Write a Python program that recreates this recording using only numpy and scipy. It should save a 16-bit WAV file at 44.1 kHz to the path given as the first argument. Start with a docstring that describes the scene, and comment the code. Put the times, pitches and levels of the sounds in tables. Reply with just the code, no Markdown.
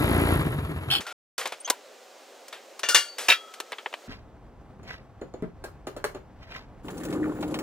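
"""An engine idles in a paved yard, is switched off, slows down and stops with a screech of dry metal.
Keys and catches click close by over a thin hiss, and early on all sound drops out for a moment.
A steel coupling clanks shut and its latch grinds home. Then, in the murmur of open air, come hollow
knocks, thumps and scuffs on the panels of a small ride-on car. Last, its electric motor takes up
the load of a trailer: the gears tick and hum, and the tyres crunch over grit."""
import sys
import numpy as np
from scipy import signal
from scipy.fft import rfft, irfft
from scipy.io import wavfile
from scipy.ndimage import uniform_filter1d

SR = 44100
rng = np.random.default_rng(int(sys.argv[2]) if len(sys.argv) > 2 else 0)


def inscribe(sig):
    """Save sig as 16-bit PCM at rate SR to the path in sys.argv[1].

    A 1-D sig is mono; a 2-D sig holds one channel per row.
    Samples are clipped to [-1, 1] before scaling.
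    """
    pcm = np.round(np.clip(np.atleast_2d(sig).T, -1, 1) * 32767)
    wavfile.write(sys.argv[1], SR, pcm.astype(np.int16))


N = 336042
TIME, HZ = np.arange(N) / SR, np.fft.rfftfreq(N, 1 / SR)

# A fade_s is the time a sound takes to fall by 60 dB. Bass and treble are relative to the level.
# Puff strength of the four cylinders in turn: level_db
CYLINDERS = [-8, -18, -6.5, -14]
# Tone of the exhaust puffs: pitch_hz, level_db
EXHAUST_TONE = [(25, -23.5), (57, -6.5), (86, 7), (112, -6), (145, -1), (195, -14), (287, -13), (480, -17),
                (2000, -89)]
# Tone of the clattering engine block: pitch_hz, level_db
CLATTER_TONE = [(60, -7), (300, 7.5), (600, -2), (1200, -2), (1900, -5.5), (2600, -10.5), (3800, -15),
                (5700, -31.5), (8000, -24.5), (16000, -49)]
# Tone of the ticking valves: pitch_hz, level_db
VALVE_TONE = [(4000, -41), (9000, -18), (10000, -5), (11800, -6), (13200, -19), (16000, -23.5)]
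# Hollow drone of the exhaust pipe as the engine slows: time_s, level_db
PIPE_DRONE = [(0.35, -39), (0.6, -38.5), (0.72, -38.5), (0.81, -51), (0.88, -35.5), (1.0, -54)]
# Ringing bands of dry, rubbing metal: pitch_hz, width_hz, level_db
SCREECH_BANDS = [(836, 120, -14), (1570, 680, -10), (2770, 310, -8.5), (3240, 490, 4), (4350, 410, -5.5),
                 (4870, 1200, -12.5), (9800, 13800, -9.5)]
# Tone of the thin background hiss: pitch_hz, level_db
HISS_TONE = [(59, -96), (100, -50.5), (239, -16), (535, -1), (1080, -12.5), (6990, -20), (12100, -34.5),
             (14700, -29), (16000, -40)]
# Keys, catches and a ratchet's teeth: start_s, level_db, treble_db, fade_s
CLICKS = [(1.0063, -37, -4, 0.2), (1.066, -36, -8, 0.54), (1.3802, -29.5, -0.5, 0.24),
          (1.4126, -32.5, -17, 0.18), (1.4557, -28.5, -8.5, 0.16), (1.473, -41.5, 7, 0.04),
          (1.5214, -31, -10.5, 0.1), (1.676, -33, -14, 0.24), (1.6996, -20.5, 5.5, 0.028),
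          (1.7021, -21.5, 1.5, 0.041), (2.4814, -45.5, 4, 0.061), (2.5265, -36, -11.5, 0.22),
          (2.7928, -37.5, 2, 0.069), (3.183, -33.5, -0.5, 0.55), (3.538, -42, -2, 0.1),
          (3.6011, -30, -2.5, 0.05), (3.7197, -30, -11, 0.033), (3.728, -32.5, -20, 0.083),
          (3.7836, -34.5, -19, 0.1), (3.8595, -27, -32, 0.052), (3.927, -34.5, -26, 0.029),
          (3.9382, -29.5, -17.5, 0.047)]
# Short squeaks of dry metal: start_s, length_s, pitch_hz, level_db
SQUEAKS = [(1.049, 0.083, 1406, -41.5), (1.6, 0.02, 8900, -40), (1.645, 0.025, 3150, -39),
           (1.646, 0.021, 6260, -32), (1.672, 0.071, 982, -36), (2.893, 0.052, 1450, -27.5)]
# Blows on the coupling: start_s, level_db, bass_db, treble_db
COUPLING_BLOWS = [(2.833, -23.5, -9, -8.5), (2.8875, -22.5, -6, 7), (2.946, -10.5, -13.5, 1)]
# Notes the coupling rings with: pitch_hz, level_db, fade_s
COUPLING_NOTES = [(1406, -13, 0.35), (1782, -1.5, 0.17), (1924, -3, 0.16), (2836, 2, 0.22),
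                  (3481, -3, 0.17), (3526, -2.5, 0.22), (4530, -16, .75), (5751, -9, 0.22),
                  (5950, -7.5, 0.12), (6420, -4.5, 0.15), (6500, -17, 0.36), (7224, -7, 0.17)]
# Blows of the closing latch: start_s, level_db, bass_db, treble_db
LATCH_BLOWS = [(3.284, -13.5, -7, -1), (3.301, -12.5, -18, -7), (3.318, -12.5, -23.5, -11)]
# Notes the latch rings with: pitch_hz, level_db, fade_s
LATCH_NOTES = [(1297, -25.5, 1.6), (1708, -3, 0.1), (2218, -4, .085), (2392, 2, 0.11), (2640, 3, .1),
               (2778, 1, 0.1), (3074, -5, .12), (3305, -17, .42), (3735, 5, 0.1), (3815, 0, .1)]
# Tone of the open air in the yard: pitch_hz, level_db
AIR_TONE = [(15, -55), (25, -5), (102, -4.5), (285, -14.5), (840, -19), (2000, -33.5), (4030, -44.5),
            (16000, -54.5)]
# Dull thumps of the car body: start_s, level_db, pitch_hz
THUMPS = [(4.077, -38.5, 92), (4.793, -41.5, 112), (5.224, -37.5, 189), (5.424, -24.5, 175.8)]
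# Notes within one thump: pitch_multiple, level_db
THUMP_NOTES = [(1, 0), (1.7, -4.5), (2.5, -4), (3.6, -13.5)]
# Knocks on the panels, each spot with its own hollow note: start_s, level_db, treble_db, pitch_hz
KNOCKS = [(4.8303, -56, -5, 2570), (5.214, -48, -12.5, 565), (5.339, -50.5, -15.5, 1460),
          (5.6397, -40.5, -0.5, 1610), (5.8695, -38, -4.5, 1218), (5.9647, -42, -5.5, 1310),
          (6.0415, -32, 0.5, 1164), (6.1475, -43, -11, 1190)]
# Notes that all panel knocks share: pitch_hz, level_db, fade_s
PANEL_NOTES = [(391, -9, 0.28), (439.6, -1, 0.16), (567, -4.5, 0.14), (4310, -6, 0.033), (6910, -3, 0.026)]
# Scuffs on the car body: peak_s, level_db
SCUFFS = [(4.118, -41.5), (4.894, -41.5), (4.929, -47), (6.431, -51.5), (6.52, -46.5), (6.563, -41)]
# Tone of a scuff: pitch_hz, level_db
SCUFF_TONE = [(410, -1.5), (2000, -4), (5270, -10), (8800, -35), (14000, -28)]
# Load on the motor, given as the loudness of the gear hum: time_s, level_db
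MOTOR_LOAD = [(6.83, -56), (7.02, -47), (7.08, -38), (7.105, -31), (7.29, -29), (7.345, -47), (7.47, -33),
              (7.52, -34), (7.59, -38)]
# Tone of the rolling car's rumble: pitch_hz, level_db
RUMBLE_TONE = [(24, -43), (40, -20), (290, -8), (420, -10.5), (550, -17.5), (1500, -40.5), (4000, -61),
               (8800, -77)]
# Tone of sand crackling under the tyres: pitch_hz, level_db
SAND_TONE = [(1500, 0), (3700, -1), (5700, -8), (7500, 4), (8800, -14), (10000, 1), (13000, -9),
             (15500, -28)]
# Gear ticks and tyre crunches as the car pulls away: start_s, level_db, treble_db
TICKS_AND_CRUNCHES = [(6.882, -40.5, -14.5), (6.9776, -51, 4), (7.051, -44.5, -1), (7.1255, -39.5, -8),
                      (7.4266, -34, -15.5), (7.5418, -32.5, -10.5), (7.588, -38.5, -2)]

ENGINE_END_S, AIR_START_S = 1.005, 4.076


def amp(db):
    """Turns decibels into a number to multiply a sound by."""
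    return 10 ** (np.asarray(db) / 20)


def unit(x):
    """Scales a signal to an average strength (rms) of 1."""
    return x / np.sqrt(np.mean(x ** 2) + 1e-20)


def level_at(tone, hz):
    """The level in dB at any pitch, filled in between the rows of a tone table."""
    pitches, db = np.transpose(tone)
    return np.interp(np.log(hz + 1), np.log(pitches + 1), db)


def add(mix, start_s, sound):
    """Mixes a sound in at the given time."""
    part = mix[max(round(start_s * SR), 0):][:len(sound)]
    part += sound[:len(part)]


def colour(x, tone, size=4096):
    """Filters a sound to the given tone without smearing it earlier in time."""
    db = np.maximum(level_at(tone, abs(np.fft.fftfreq(size, 1 / SR))), -100)
    taps = np.fft.ifft(np.exp(np.conj(signal.hilbert(np.log(amp(db)))))).real
    return signal.oaconvolve(x, taps)[:len(x)]


def noise(tone):
    """Steady noise with the given tone."""
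    return unit(irfft(rfft(rng.standard_normal(N)) * amp(level_at(tone, HZ)), N))


def wander(rate_hz):
    """A smooth random wobble, up to about the given rate."""
    return unit(irfft(rfft(rng.standard_normal(N)) * np.exp(-(HZ / rate_hz) ** 2), N))


def rasp(grain_db, rate_hz):
    """Noise broken into uneven grains."""
    return unit(rng.standard_normal(N) * amp(grain_db * wander(rate_hz)))


def resonate(x, hz, width_hz):
    """Makes a sound ring around a pitch that may move over time."""
    turn = np.exp(2j * np.pi * np.cumsum(hz) / SR)
    decay = np.exp(-np.pi * width_hz / SR)
    return unit((turn * signal.lfilter([1], [1, -2 * decay, decay * decay], x / turn)).real)


def place(x, lag_ms, left_db, echo_db, fade_s):
    """Puts a sound in stereo with scattered echoes; the right side hears it lag_ms later."""
    t = TIME[:SR // 2]
    tails = rng.standard_normal((2, len(t))) * amp(-60 * t / fade_s) * (t > .002)
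    echoes = signal.oaconvolve(x[None], tails / np.linalg.norm(tails[0]), axes=1)[:, :N]
    right = irfft(rfft(x) * np.exp(-2j * np.pi * HZ * lag_ms / 1000), N)
    return (np.array([x, right]) + amp(echo_db) * echoes) * amp([[left_db / 2], [-left_db / 2]])


def firing_sounds(firings, off_s, uneven_db, block_fade_s=.045):
    """Each firing puffs into the exhaust and knocks the engine block in its cylinder's own way."""
    starts = np.flatnonzero(np.diff(np.floor(firings)))
    sizes = amp(uneven_db * rng.standard_normal(N)[:len(starts)])
    puffs, block, t = np.zeros(N), np.zeros(N), TIME[:SR // 10]
    for k, db in enumerate(CYLINDERS):
        pulses = np.zeros(N)
        pulses[starts[k::len(CYLINDERS)]] = sizes[k::len(CYLINDERS)]
        puffs += amp(db) * pulses
        knock = rng.standard_normal(len(t)) * amp(-60 * t / block_fade_s)
        block += signal.oaconvolve(pulses, knock)[:N]
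    puffs, block = colour(puffs, EXHAUST_TONE), colour(block, CLATTER_TONE)
    return puffs / puffs[TIME < off_s].std(), block / block[TIME < off_s].std()


def engine(off_s=0.35, idle_hz=28.5, slowing_hz_per_s=17.5, lurch_hz=16.6, uneven_db=0.5):
    """The engine puffs, clatters and ticks; switched off, it chugs against the air it squeezes."""
    coast_s, running = np.maximum(TIME - off_s, 0), TIME < ENGINE_END_S
    turns_per_s = np.maximum(idle_hz - slowing_hz_per_s * coast_s, 0)
    firings = np.cumsum(2 * turns_per_s) / SR + .55  # two firings a turn
    puffs, block = firing_sounds(firings, off_s, uneven_db)
    lurch_db = 3 * np.cos(2 * np.pi * lurch_hz * coast_s) * np.minimum(coast_s * lurch_hz, 1)
    exhaust_gain = running * amp(-23 - 33.5 * coast_s + lurch_db)
    clatter_gain = running * amp(-28 - 15 * (1 - np.exp(-coast_s / 0.16)) + lurch_db)

    # without fuel the firm puffs give way to a loose shudder
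    rough = np.interp(coast_s, [0, .12], [.35, 1.4])
    boom = (0.81 * puffs + rough * noise(EXHAUST_TONE)) / np.hypot(1, rough)
    drone_gain = running * (coast_s > 0) * amp(np.interp(TIME, *np.transpose(PIPE_DRONE)))
    drone = drone_gain * resonate(boom, hz=141 * (1 + 0.11 * wander(idle_hz)), width_hz=50)
    exhaust = place(exhaust_gain * boom + drone, lag_ms=0.188, left_db=.6, echo_db=-31, fade_s=0.21)

    # once a firing, loose parts shake and a valve snaps shut
    force = amp(uneven_db * wander(idle_hz))
    shake = force * (0.79 + np.exp(-(firings % 1) / 0.49))
    loose = 1.08 + rough
    rattle = (block + loose * shake * noise(CLATTER_TONE)) / np.hypot(1, loose)
    snaps = .15 + force * np.exp(-coast_s / .25) * np.exp(-((firings + .3) % 1) / .24)
    peak = clatter_gain.max()
    tick_gain = amp(-8) * peak * (clatter_gain / peak) ** 0.61
    clatter = clatter_gain * rattle + tick_gain * snaps * noise(VALVE_TONE)
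    return exhaust + place(clatter, lag_ms=0.17, left_db=2.1, echo_db=-9, fade_s=0.15)


def screech(start_s=0.901, length_s=0.094, level_db=-21.5, sag=0.03):
    """Dry metal rubs as the engine comes to rest; its ringing wavers and sinks."""
    progress = np.clip((TIME - start_s) / length_s, 0, 1)
    judder = rasp(grain_db=4.5, rate_hz=350)
    rub = sum(amp(db) * resonate(judder, hz * (1 - sag * progress + 0.033 * wander(97)), width_hz)
              for hz, width_hz, db in SCREECH_BANDS)
    swell = amp(level_db) * progress ** 0.13 * (1 - progress ** 2)
    return place(swell * unit(rub), lag_ms=0.1, left_db=0.79, echo_db=-1.4, fade_s=0.068)


def thin_hiss(level_db=-52):
    """A faint, steady hiss lies under the clicks."""
    hiss = amp(level_db) * noise(HISS_TONE) * (TIME > ENGINE_END_S) * (TIME < AIR_START_S)
    return place(hiss, lag_ms=0, left_db=-.4, echo_db=-7.5, fade_s=0.29)


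def blow(db, bass_db, treble_db, fade_s, bass_hz, rise_s, snap=0, grain_db=2):
    """One hit: a burst of tiny contacts that dies away, with an optional snap at the start."""
    t = TIME[:SR // 2]
    contacts = unit(rng.standard_normal(len(t)) * amp(grain_db * rng.standard_normal(len(t))))
    force = (amp(-60 * t / fade_s) + snap * amp(-60 * t / 0.023)) * (1 - np.exp(-t / rise_s))
    tone = [(bass_hz / 8, bass_db - 37.5), (bass_hz / 4, bass_db - 15),
            (bass_hz, bass_db + 18.5), (bass_hz * 1.77, bass_db + 18.5),
            (1400, 9), (3300, 7), (6000, treble_db + 5.5), (15000, treble_db - 0.5)]
    return amp(db) * colour(contacts * force, tone)


def keys_and_catches(waver_share=0.033):
    """Small metal parts make dry clicks and a few wavering squeaks."""
    out, waver = np.zeros(N), wander(300)
    mean_db = np.mean([db for _, db, _, _ in CLICKS])
    for start_s, db, treble_db, fade_s in CLICKS:
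        bass_db = -10.5 + 0.57 * (db - mean_db)  # a harder click has more body
        click = blow(db - 2, bass_db, treble_db, fade_s, bass_hz=470, rise_s=0.00062, snap=0.98)
        add(out, start_s, click)
    for start_s, length_s, hz, db in SQUEAKS:
        pitch_hz = hz * (1 + waver_share * waver[round(start_s * SR):][:round(length_s * SR)])
        squeak = np.sin(2 * np.pi * np.cumsum(pitch_hz) / SR)
        add(out, start_s, amp(db) * squeak * signal.windows.tukey(len(squeak), .3))
    return place(out, lag_ms=0.03, left_db=1.4, echo_db=-21.5, fade_s=0.14)


def ring(notes, tremble_db):
    """A struck part rings with dying notes that tremble differently on every hit."""
    t = TIME[:SR]
    hz, db, fade_s = np.transpose(notes)[:, :, None]
    tremble = wander(70)[rng.integers(0, N - len(t), hz.shape) + np.arange(len(t))]
    waves = rng.choice([-1, 1], hz.shape) * np.sin(2 * np.pi * hz * t + tremble[::-1] / 2)
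    gains = amp(db + tremble_db * tremble - 60 * t / fade_s)
    return (gains * waves).sum(0) / np.linalg.norm(amp(db))


def struck(blows, notes, crack_db, ring_db, crack_fade_s, bass_hz, rise_s):
    """Each blow makes a crack and sets the part ringing."""
    out = np.zeros(N)
    for start_s, db, bass_db, treble_db in blows:
        add(out, start_s, blow(db + crack_db, bass_db, treble_db, crack_fade_s, bass_hz, rise_s))
        add(out, start_s, amp(db + ring_db) * ring(notes, tremble_db=4))
    return out


def jangle(blows, low_hz, spacing_hz, gain_db, fade_s, count, scatter_db=2.5, tremble_db=2):
    """Loose steel rattles with many crowded notes; each blow favours different ones."""
    out, t = np.zeros(N), TIME[:SR // 3]
    hz = (low_hz + spacing_hz * (np.arange(count) + 2 * rng.random(count)))[:, None]
    fades_s = fade_s * amp(scatter_db * rng.uniform(-.5, 0.49, hz.shape))
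    tremble = wander(90)[rng.integers(0, N - len(t), hz.shape) + np.arange(len(t))]
    waves = np.sin(2 * np.pi * (hz * t + rng.random(hz.shape)) + tremble / 2)
    waves *= amp(tremble_db * tremble[::-1] - 60 * t / fades_s) * (1 - np.exp(-t / .0008))
    for start_s, db, _, treble_db in blows:
        sizes = unit(amp(scatter_db * rng.standard_normal(count))) * rng.choice([-1, 1], count)
        tilt = amp(level_at([(3300, 0), (6000, treble_db), (15000, treble_db - 14)], hz[:, 0]))
        add(out, start_s, amp(db + gain_db) * (sizes * tilt) @ waves / np.sqrt(count))
    return out


def coupling():
    """The steel coupling drops home in three ringing blows."""
    out = struck(COUPLING_BLOWS, COUPLING_NOTES, crack_db=-5.5, ring_db=-1.5,
                 crack_fade_s=0.14, bass_hz=425.5, rise_s=0.00016)
    out += jangle(COUPLING_BLOWS, low_hz=901, spacing_hz=180, gain_db=0.5, fade_s=0.24, count=81)
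    return place(out, lag_ms=0.035, left_db=3.1, echo_db=-17, fade_s=0.084)


def latch():
    """The latch grinds shut, each contact thinner and duller than the last."""
    out = struck(LATCH_BLOWS, LATCH_NOTES, crack_db=-4.5, ring_db=-0.5,
                 crack_fade_s=0.11, bass_hz=468, rise_s=0.00193)
    out += jangle(LATCH_BLOWS, low_hz=1004, spacing_hz=172, gain_db=-7.5, fade_s=0.16, count=36)
    return place(out, lag_ms=0.041, left_db=0.72, echo_db=-9, fade_s=0.02)


def open_air(level_db=-50.5, swell_db=1):
    """The low, slightly uneven murmur of the yard takes over from the hiss."""
    air = amp(level_db + swell_db * wander(27)) * noise(AIR_TONE) * (TIME > AIR_START_S)
    return place(air, lag_ms=-0.043, left_db=0.31, echo_db=-8, fade_s=0.35)


def car_panels(thump_fade_s=0.19, spot_fade_s=0.098, rattle_hz=1300, rattle_fade_s=0.14):
    """The little car's hollow panels knock and thump; each jolt sets loose parts rattling."""
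    out = np.zeros(N)
    for start_s, db, treble_db, hz in KNOCKS:
        bass_db = 5 - 0.97 * treble_db  # the duller a knock, the deeper it sounds
        notes = PANEL_NOTES + [(hz, -3.5, spot_fade_s)]
        out += struck([(start_s, db, bass_db, treble_db)], notes, crack_db=-1.5, ring_db=4.5,
                      crack_fade_s=0.066, bass_hz=318, rise_s=0.00099)
    for start_s, db, hz in THUMPS:
        notes = [(k * hz, note_db, thump_fade_s / np.sqrt(k)) for k, note_db in THUMP_NOTES]
        add(out, start_s, amp(db) * ring(notes, tremble_db=6))
    jolts = [(s, db - 2) for s, db, _, _ in KNOCKS] + [(s, db - 17) for s, db, _ in THUMPS]
    shaking = sum((TIME > s) * amp(db - 60 * abs(TIME - s) / rattle_fade_s) for s, db in jolts)
    rattle = resonate(rasp(grain_db=6.8, rate_hz=240), np.full(N, rattle_hz), width_hz=1100)
    return place(out + shaking * rattle, lag_ms=-0.11, left_db=0.71, echo_db=-4.5, fade_s=0.22)


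def scuffs(swell_db_per_s=480, release_db_per_s=315, squeak_db=-2):
    """Gritty scrapes on the panels swell and let go; uneven slips add a rough, wavering squeak."""
    pressure = sum(amp(db - np.maximum(swell_db_per_s * (s - TIME), release_db_per_s * (TIME - s)))
                   for s, db in SCUFFS)
    slips, grit = rasp(grain_db=5.5, rate_hz=300), amp(3 * wander(250))
    squeak = resonate(slips, hz=1750 * (1 + 0.14 * wander(68)), width_hz=900)
    scrape = unit(grit * noise(SCUFF_TONE) + amp(squeak_db) * squeak)
    return place(pressure * scrape, lag_ms=-0.11, left_db=0.18, echo_db=-3, fade_s=0.0086)


def rolling_car(rumble_gain, gravel_db=-12):
    """The car rumbles over gritty slabs; its gears tick and its tyres crunch as it pulls away."""
    stones = rasp(grain_db=4.5, rate_hz=200)
    gravel = resonate(stones, hz=1150 * (1 + 0.29 * wander(44)), width_hz=900)
    out = rumble_gain * (noise(RUMBLE_TONE) + amp(gravel_db) * gravel)
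    for start_s, db, treble_db in TICKS_AND_CRUNCHES:
        add(out, start_s, blow(db, 0, treble_db, fade_s=0.091, bass_hz=500, rise_s=0.00091, snap=0.55))
    return out


def sand(level_db=-54.5, cracks_per_s=70, crack_s=0.0087):
    """Grains of sand crack and fade, making a flickering hiss on both sides."""
    cracks = rng.exponential(1, N) * (rng.random(N) < cracks_per_s / SR)
    flicker = unit(1 + signal.lfilter([1], [1, -np.exp(-1 / (crack_s * SR))], cracks))
    return amp(level_db) * flicker * np.array([noise(SAND_TONE), noise(SAND_TONE)])


def electric_drive(start_s=6.83, rise_s=0.026, gear_hz=304.2, whistle_hz=15500, full_load_db=-21):
    """The car pulls away: loaded gears hum, the tyres roll and the speed controller whistles."""
    load_db = np.interp(TIME, *np.transpose(MOTOR_LOAD))
    powered = np.clip((TIME - start_s) / rise_s, 0, 1)
    cycles = np.cumsum(gear_hz * (1 + 0.01 * wander(38.2))) / SR
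    flutter = 1 + .4 * wander(80)
    gears = powered * amp(load_db) * unit(np.sin(2 * np.pi * cycles) * flutter)
    rolling = rolling_car(rumble_gain=powered * amp(-30.5 + 0.31 * (load_db - full_load_db)))
    crackle = powered * sand()
    whistle_gain = powered * amp(-70 + 3 * wander(15))
    whistle = whistle_gain * resonate(rng.standard_normal(N), np.full(N, whistle_hz), width_hz=220)
    car = place(gears + rolling + whistle, lag_ms=-0.12, left_db=0.85, echo_db=-12, fade_s=0.033)
    return car + crackle


def scene():
    """Adds up all the sounds in the order they are first heard."""
    return (engine() + screech() + thin_hiss() + keys_and_catches() + coupling() + latch()
            + open_air() + car_panels() + scuffs() + electric_drive())


def record(dry, gap_start_s=1.127, gap_end_s=1.379, top_hz=15900):
    """Drops the sound for a moment, softly squashes the loudest blows and cuts the highest treble."""
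    audible = (TIME < gap_start_s) | (TIME > gap_end_s)
    gate = uniform_filter1d(audible.astype(float), size=40)
    squashed = .82 * np.tanh(dry * gate / .75)
    treble_cut = signal.firwin(255, top_hz, window=("kaiser", 9), fs=SR)
    return signal.oaconvolve(squashed, treble_cut[None], "same")


dry = scene()
out = record(dry)
inscribe(out)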